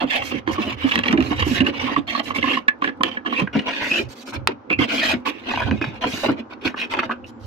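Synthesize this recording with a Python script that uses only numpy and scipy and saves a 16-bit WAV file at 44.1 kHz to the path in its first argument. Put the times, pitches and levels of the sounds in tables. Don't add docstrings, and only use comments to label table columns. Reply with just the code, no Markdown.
import sys
import numpy as np
from scipy import signal
from scipy.fft import rfft, irfft, next_fast_len
from scipy.io import wavfile
from scipy.ndimage import uniform_filter1d, map_coordinates

SR = 44100
rng = np.random.default_rng(int(sys.argv[2]) if len(sys.argv) > 2 else 0)


def wav_out(sig):
    wavfile.write(sys.argv[1], SR, np.round(np.clip(np.atleast_2d(sig).T, -1, 1) * 32767).astype(np.int16))


N = 328986


def amp(db):
    return 10 ** (np.asarray(db) / 20)


def unit(x):
    return x / np.sqrt(np.mean(x ** 2) + 1e-20)


def along(points, hz):
    f, value = np.transpose(points)
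    return np.interp(np.log(hz + 1), np.log(f + 1), value)


def level_curve(rows):
    time_s, level_db = np.transpose(rows)
    return np.interp(np.arange(N) / SR, time_s, level_db)


def wobble(rate):
    knots = rng.standard_normal(int(N * rate / SR) + 4)
    return map_coordinates(knots, [np.arange(N) * rate / SR])


def filtered(x, response):
    n = x.shape[-1]
    m = next_fast_len(n + 8192)
    return irfft(rfft(x, m) * response(np.fft.rfftfreq(m, 1 / SR)), m)[..., :n]


def shaped(x, spectrum):
    return filtered(x, lambda f: amp(along(spectrum, f)))


def ringing(modes, f):
    total = 0
    for k, (hz, width, db) in enumerate(modes):
        total = total + (-1) ** k * amp(db) * 1j * f * width / (hz * hz - f * f + 1j * f * width)
    return total


def slips(per_second, spread_db, smooth):
    caught = rng.random(N) < per_second / SR
    catch = caught * amp(spread_db * rng.exponential(size=N)) * rng.standard_normal(N)
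    return np.sqrt(1 - smooth) * unit(catch) + np.sqrt(smooth) * rng.standard_normal(N)


def drifting(x, patchy_db):
    z = signal.stft(x, nperseg=256)[2]
    patches = uniform_filter1d(rng.standard_normal(z.shape), 2, 0)
    patches = uniform_filter1d(patches, 10, 1)
    return signal.istft(z * amp(patchy_db * unit(patches)), nperseg=256)[1][:N]


def pressing(rows, hush_db=-11):
    power = np.zeros(N + SR)
    for start_s, length_s, db in rows:
        progress = np.linspace(0, 1, round(length_s * SR) + 400) ** 1.135
        swell = np.clip(1.31 * np.sin(np.pi * progress), 0, 1)
        power[round(start_s * SR):][:len(swell)] += amp(2 * db) * swell
    for s, *_ in SNAPS + SCUFFS:
        power[round((s - .01) * SR):round(s * SR)] *= amp(hush_db)
    power = np.abs(uniform_filter1d(power, 60))
    trail = np.exp(-1 / (0.012 * SR))
    touch = signal.lfilter([1 - trail], [1, -trail], power)
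    return np.sqrt(power + amp(-26.5) * touch)[:N]


# start_s, end_s
AT_RIGHT = [(-1, 3.46), (4.64, 4.865), (5.17, 5.42)]


def at_right():
    t = np.arange(N) / SR
    return uniform_filter1d(sum(1. * (a < t) * (t < b) for a, b in AT_RIGHT), size=2000)


# pitch_hz, level_db (relative)
AIR = [(40, -39), (70, -25), (170, -24), (260, -26.5), (450, -28.5), (800, -5), (1450, -12), (1800, -21.5),
       (4000, -36.5), (6000, -42), (12000, -87.5)]
# time_s, level_db
WHINE = [(6.3, -110), (6.6, -80), (7.46, -78)]


def background():
    air = unit(shaped(rng.standard_normal((2, N)), AIR))
    whine_hz = 7250 + 30 * wobble(120)
    whine = np.sin(np.cumsum(2 * np.pi * whine_hz / SR)) * amp(5 * wobble(12) - 4)
    return amp(-49 + 0.73 * wobble(3.3)) * air + amp(level_curve(WHINE)) * whine


# time_s, level_db (relative)
SWING = [(0.0, -45), (1.64, -29), (1.68, -41), (3.3, -53.5), (3.55, -39.5), (3.66, -84), (4.05, -38.5),
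         (4.24, -80), (4.36, -31), (4.67, -60), (4.8, -30), (4.94, -56), (5.15, -39.5), (5.28, -62),
         (5.71, -22.5), (6.05, -52.5), (7.4, -48.5), (7.46, -29)]
# pitch_hz, level_db (relative)
RUMBLE = [(20, -31), (45, 7.5), (80, 26.5), (130, 24.5), (190, -98.5)]


def rumble():
    noise = rng.standard_normal((3, N))
    grips = uniform_filter1d(np.abs(thumps()), 2500)
    lumps = amp(level_curve(SWING) + 5.2 * wobble(14) - 4.0) + 0.13 * grips
    pair = (noise[0] + 0.7 * noise[1:]) * amp([[-2.5], [2.5]])
    return shaped(lumps * pair, RUMBLE) / np.std(shaped(pair, RUMBLE))


# start_s, length_s, level_db (before unevenness)
SWISHES = [(0.1, 0.028, -47), (0.228, 0.08, -40), (0.51, 0.035, -43), (0.6, .08, -50), (0.86, 0.064, -47),
           (1.22, 0.089, -49.5), (1.443, 0.14, -38.5), (2.228, 0.07, -45.5), (2.347, 0.027, -40.5),
           (3.8, 0.23, -40), (4.086, 0.047, -46), (4.15, 0.057, -49), (4.205, 0.023, -46),
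           (4.255, 0.053, -44.5), (4.33, 0.02, -43.5), (4.897, 0.11, -38), (5.02, 0.11, -35),
           (5.253, 0.044, -42.5), (6.062, 0.21, -38.5), (6.645, 0.037, -43), (6.903, .032, -46.5),
           (7.26, 0.041, -57), (7.392, 0.13, -59),]
# pitch_hz, level_db (relative)
FIZZ = [(1500, -2), (4000, 1), (6000, -2.5), (8000, -12), (10000, -20.5), (11500, -12), (13500, -22),
        (16000, -27)]


def swishes(uneven_db):
    sweep = drifting(slips(6600, spread_db=0.5, smooth=0.7), patchy_db=3.5)
    return pressing(SWISHES, hush_db=0) * amp(0.41 * uneven_db) * unit(shaped(sweep, FIZZ))


# start_s, length_s, level_db, from_hz, to_hz
SQUEAKS = [(0.103, .075, -37, 3500, 2450), (0.121, .11, -34.5, 522, 782), (3.355, 0.041, -24.5, 2626, 2550),
           (3.796, 0.096, -30.5, 2030, 2140), (3.895, .1, -25, 2585, 2934), (4.695, 0.044, -24, 2460, 2555),
           (7.092, 0.0258, -27, 1100, 1367), (7.24, 0.011, -45, 2750, 2720)]


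def squeaks():
    t = np.arange(N) / SR
    a, b = wobble(460), wobble(460)
    out = np.zeros(N)
    for start_s, length_s, db, from_hz, to_hz in SQUEAKS:
        hz = np.interp(t, [start_s, start_s + length_s], [from_hz, to_hz])
        phase = np.cumsum(2 * np.pi * hz / SR)
        band = unit(a * np.cos(phase) + b * np.sin(phase))
        out += pressing([(start_s, length_s, db)], hush_db=0) * band
    return out


# time_s, drag_db (added to the rub's own level)
WEIGHT = [(0, 8), (.12, -14.5), (.45, 9), (.8, 0.5), (1.1, 11.5), (1.5, -9.5), (1.8, 14.5), (2.07, -6),
          (2.2, 3), (3.3, 2.5), (3.55, 3), (3.85, 0.5), (4.4, 11), (4.8, 4), (4.95, -3.5), (5.5, 4.5),
          (6.5, 6.5), (6.7, -9.5), (7.1, 7.5)]


def dragging():
    rows = []
    for start_s, length_s, db in RUBS:
        weight_db = np.interp(start_s, *np.transpose(WEIGHT))
        short_db = 2.5 * np.log2(0.044 / length_s)
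        rows.append((start_s, length_s, db + weight_db + short_db))
    return pressing(rows)


# pitch_hz, width_hz, level_db (relative)
HOLLOW = [(238.9, 43, 4), (312, 115.6, -2), (542, 74, -7.5)]


def hollow():
    shake = 0.14 * pressing(RUBS) + 0.86 * dragging()
    push = (shake * amp(3.1 * wobble(30)) + amp(-39.5)) * slips(600, spread_db=-4.5, smooth=0.28)
    inside = lambda f: ringing(HOLLOW, f) * f ** 2 / (f ** 2 + 170 ** 2) / (1 + 1j * f / 2500) ** 2
    return amp(18.5) * filtered(push, inside)


# start_s, level_db (relative), pitch_hz (wanders), held_s until fingers damp it
THUMPS = [(0.037, -14.5, 254, 0.01), (0.34, -25, 288, 0.032), (0.475, -22, 329.4, 0.033),
          (0.584, -21.5, 286, 0.033), (0.842, -17, 263, 0.017), (0.982, -18.5, 286, 0.011),
          (1.096, -19, 258, 0.015), (1.129, -16.5, 276.4, 0.091), (1.179, -17, 267, 0.085),
          (1.309, -17, 281, 0.013), (1.465, -18, 248, 0.019), (1.51, -20.5, 231, 0.027),
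          (1.603, -15.5, 262.6, 0.056), (1.682, -20, 361, 0.02), (1.972, -20.5, 280, 0.025),
          (2.274, -33, 266, 0.048), (2.38, -25, 270, 0.013), (2.435, -27.5, 275, 0.014),
          (2.471, -27, 272, 0.022), (3.003, -22, 264, 0.01), (3.043, -25, 300, 0.017),
          (3.415, -19.5, 224, 0.027), (3.551, -14.5, 226, 0.054), (3.912, -25.5, 273, .014),
          (3.994, -26, 407, 0.035), (4.485, -23.5, 343, 0.019), (4.789, -17, 257.6, 0.081),
          (5.133, -21, 255, 0.044), (5.676, -21, 255, 0.008), (5.712, -17, 224, 0.05),
          (5.813, -21, 249, 0.0089), (5.871, -25.5, 120, 0.025), (6.057, -21, 259, 0.022),
          (6.135, -24.5, 246, 0.015), (6.232, -22.5, 545, .022), (6.287, -14.5, 271, 0.039),
          (6.651, -22, 268.7, 0.025)]


def thumps():
    out, t = np.zeros(N + SR), np.arange(8000) / SR
    after_grip = 0.23
    for s, db, hz, held_s in THUMPS:
        drift = 15 * np.cumsum(rng.standard_normal(len(t))) / np.sqrt(SR)
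        ring = np.sin(2 * np.pi * hz * t + drift)
        ring *= (1 - np.exp(-t / 0.0022)) * amp(-60 * t / 0.19)
        ring *= after_grip + (1 - after_grip) / (1 + (t / held_s) ** 8)
        out[round(s * SR):][:len(t)] += amp(db + 6.0) * ring / np.abs(ring).max()
    return filtered(out[:N], lambda f: (1j * f / (90 + 1j * f) / (1 + 1j * f / 990)) ** 2)


# pitch_hz, width_hz, level_db (relative)
CARD = [(709, 50, 0), (1088, 159, 9), (1730, 185, 8.5), (2200, 373, 10), (2800, 243, 6.5), (3133, 185, 10),
        (3640, 1520, -8)]
# pitch_hz, width_hz, level_db (relative)
LINGER = [(1690, 24, 6.5)]
TURNED = 0.897


def contacts(rows, shape, crack, chatter, width, bright, card):
    out, t, right = np.zeros(N + SR), np.arange(4096) / SR, at_right()
    for s, db, hz in rows:
        judder = chatter * np.sin(2 * np.pi * hz * t)
        push = shape * (rng.standard_normal(len(t)) + judder) + crack * (t == 0)
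        spot = [(hz, width * hz, 0), (5000, 6000, -14)]
        edge_hz = bright * hz * amp(0.77 * db)
        pitch = 1 if right[round(s * SR)] > .5 else TURNED

        def response(f):
            panels = .5 + card * (ringing(CARD, f / pitch) + ringing(LINGER, f))
            touched = ringing(spot, f) * panels / (1 + 1j * f / edge_hz) ** 2
            return touched + card * ringing(HOLLOW, f)

        ring = filtered(push, response)
        out[round(s * SR):][:len(t)] += amp(db) * ring / np.abs(ring).max()
    return out[:N]


def rattle():
    return 0.12 * amp(-60 * np.arange(4096) / SR / 0.01)


# start_s, level_db (peak, before placing), pitch_hz of the spot
PAPER = [(4.4735, 5.5, 1740)]


def paper_slap():
    return contacts(PAPER, rattle(), crack=1, chatter=0, width=0.9, bright=2.2, card=0)


# start_s, level_db (peak, before placing), pitch_hz of the spot
SCUFFS = [(0.579, -17.5, 1130), (0.91, -12, 2650), (0.916, -6.5, 2595), (0.975, -12, 2600),
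          (1.033, -10.5, 2770), (1.055, -12, 2390), (1.08, -7, 2350), (1.108, -14, 2430),
          (1.173, -11, 2364), (1.422, -13, 1110), (1.603, -9, 2800), (1.663, -11.5, 2700),
          (1.793, -17, 2200), (1.961, -8.5, 1127), (2.147, -12, 1130), (2.193, -12.5, 3120),
          (2.304, -14, 1160), (2.382, -14.5, 2750), (2.425, -7.5, 2080), (2.438, -13, 1083),
          (2.532, -17.5, 2130), (2.569, -11, 1117), (2.68, -4, 1730), (2.819, -9, 1150), (2.84, -6.5, 1743),
          (2.873, -9.5, 1690), (2.888, -16, 1647), (3.006, -13, 1047), (3.112, -22, 3060),
          (3.168, -15.5, 1690), (3.258, -14, 1690), (3.323, -13.5, 1107), (3.471, -15.5, 1607),
          (3.59, -14, 2950), (3.911, -14, 2640), (3.937, -17, 2670), (4.699, -11, 2300),
          (4.726, -11.5, 2430), (4.787, -13, 2050), (5.535, -13.5, 807), (6.038, -12, 1360),
          (6.257, -21, 2760), (6.74, -20, 1213), (6.988, -7.5, 1230), (7.03, -15.5, 1310),
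          (7.092, -16.5, 1120), (7.109, -12, 1205)]


def scuffs():
    t, rise_s = np.arange(4096) / SR, 0.0042
    swell = (t / rise_s) ** 0.92 * np.exp(-(t / rise_s) ** 2)
    tail = 0.12 * (t > rise_s) * amp(-60 * t / 0.067)
    return contacts(SCUFFS, swell + tail, crack=0, chatter=0.37, width=0.6, bright=4, card=1)


# start_s, level_db (peak, before placing), pitch_hz of the spot
SNAPS = [(0.475, -10, 945), (0.956, -3, 2050), (0.99, -5.5, 1720), (1.127, -8, 2310), (1.205, -12, 2430),
         (1.225, -14.5, 2600), (3.034, -1.5, 1610), (3.042, -12.5, 2450), (5.574, -12, 690),
         (5.619, -14.5, 1480), (5.711, -11, 1560), (5.814, -12, 1310), (5.841, -12, 1150),
         (6.938, -9, 1810)]


def snaps():
    return contacts(SNAPS, rattle(), crack=1, chatter=0, width=1.1, bright=7, card=1)


# start_s, length_s, level_db (before unevenness)
RUBS = [(0.002, 0.034, -29.5), (0.053, 0.18, -37), (0.096, 0.083, -23.5), (0.217, 0.0029, -26.5),
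        (0.23, 0.15, -37.5), (0.308, 0.012, -27.5), (0.332, 0.059, -37.5), (0.463, 0.055, -36.5),
        (0.505, 0.24, -34.5), (0.763, 0.26, -32.5), (0.93, 0.062, -31), (1.03, 0.11, -30),
        (1.182, 0.11, -34.5), (1.3, 0.031, -28), (1.337, 0.044, -35), (1.381, 0.048, -25.5),
        (1.41, 0.13, -33.5), (1.539, 0.076, -24.5), (1.641, 0.057, -29), (1.721, 0.27, -31),
        (2.069, 0.095, -27), (2.17, 0.028, -27.5), (2.252, 0.069, -34.5), (2.34, 0.053, -27),
        (2.406, 0.18, -26), (2.811, 0.081, -31.5), (3.044, 0.04, -31), (3.071, 0.1, -40.5),
        (3.249, 0.032, -33.5), (3.288, 0.13, -32), (3.376, 0.047, -27), (3.528, 0.071, -33),
        (3.563, 0.14, -41), (3.657, 0.035, -26), (3.673, 0.2, -31.5), (3.776, 0.12, -32.5),
        (3.894, 0.12, -26), (4.274, 0.015, -44.5), (4.323, 0.043, -36), (4.475, 0.044, -42.5),
        (4.699, 0.024, -30.5), (4.783, 0.074, -27), (4.871, 0.15, -24), (4.993, 0.15, -23),
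        (5.251, 0.047, -26), (5.299, 0.5, -41), (5.457, 0.12, -30), (5.555, 0.089, -34.5),
        (5.654, 0.034, -37), (5.805, 0.042, -34), (5.819, 0.17, -44), (6.009, 0.07, -27.5),
        (6.049, 0.29, -36.5), (6.231, 0.031, -27.5), (6.278, 0.028, -35.5), (6.361, 0.041, -42.5),
        (6.497, 0.038, -42.5), (6.61, 0.043, -39.5), (6.645, 0.03, -22.5), (6.758, 0.093, -30.5),
        (6.896, 0.057, -29), (6.964, 0.036, -27.5), (7.014, 0.044, -34.5), (7.101, 0.02, -34.5)]
# pitch_hz, level_db (relative)
SCRAPE = [(1100, -24.5), (1600, -7.5), (2800, 0), (4000, -8), (6000, -23.5), (9000, -76.5)]
# pitch_hz, level_db (relative)
DRAG = [(400, -0.5), (600, 10), (1100, 8), (1500, 1.5), (2000, -59.5)]


def strokes():
    rub = drifting(slips(2500, spread_db=2.0, smooth=0.4), patchy_db=4.0)
    rub += amp(-17.5) * slips(190, spread_db=2.5, smooth=0)
    uneven_db = 1.68 * wobble(40) + 1.4 * wobble(110)
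    right = at_right()

    def panels(colour):
        poses = lambda f: np.array([0.47 + ringing(CARD, f), 0.74 + ringing(CARD, f / TURNED)])
        side, front = filtered(rub, lambda f: amp(along(colour, f)) * poses(f))
        return unit(side * right + front * (1 - right))

    scrape = pressing(RUBS) * amp(uneven_db - 2.5) * panels(SCRAPE)
    drag = dragging() * amp(5.2 * wobble(45) - 7.5) * panels(DRAG)
    fizz = pressing(RUBS) * amp(1.7 * uneven_db - 21.5) * unit(shaped(rub, FIZZ))
    return scrape + drag + fizz + swishes(uneven_db)


# pitch_hz, level_db
TILT_RIGHT = [(60, -6), (200, -4), (700, -5.5), (2400, -3.5), (5000, -6), (15000, -15)]
# pitch_hz, level_db
TILT_FRONT = [(60, -1), (700, -1), (2400, -1), (5000, -3), (15000, -8)]


def stereo(x):
    def pair(part, tilt, lag_s):
        left = lambda f: amp(along(tilt, f) / 2) * np.exp(-2j * np.pi * f * lag_s)
        return filtered(part, lambda f: np.array([left(f), amp(-along(tilt, f) / 2)]))

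    right = at_right()
    return pair(right * x, TILT_RIGHT, 12 / 44100) + pair((1 - right) * x, TILT_FRONT, 0)


def echoes(pair, decay, step=8192):
    out = np.zeros((2, N + SR))
    for start in range(0, N, step):
        hz, t, z = signal.stft(rng.standard_normal((2, SR // 5)), SR, nperseg=128)
        fade = amp(-60 * t / along(decay, hz)[:, None])
        tail = signal.istft(z * fade, SR, nperseg=128)[1]
        wet = signal.fftconvolve(pair[:, start:start + step], tail / np.linalg.norm(tail[0]), axes=1)
        out[:, start + 30:][:, :wet.shape[1]] += wet
    return out[:, :N]


# pitch_hz, decay_s (time to fall 60 dB)
DESK = [(200, 0.046), (10000, 0.002)]
# pitch_hz, decay_s (time to fall 60 dB)
ROOM = [(200, 0.16), (2000, 0.13), (10000, 0.031)]


def scene():
    rubbed = stereo(strokes() + squeaks() + thumps() + hollow())
    struck = stereo(snaps() + scuffs() + paper_slap())
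    wide_rubs = stereo(strokes()) * [[1], [-1]]
    scattered = rubbed + amp(-4.5) * struck
    small = filtered(scattered, lambda f: (1j * f / (500 + 1j * f)) ** 2)
    near = rubbed + struck + amp(-3.0) * wide_rubs + amp(-2.0) * echoes(small, DESK)
    return near + amp(-9.0) * echoes(scattered, ROOM) + rumble() + background()


def record(dry):
    full = dry / (1 + np.abs(dry) ** 8) ** (1 / 8)
    return filtered(full, lambda hz: hz < 15850)


dry = scene()
out = record(dry)
wav_out(out)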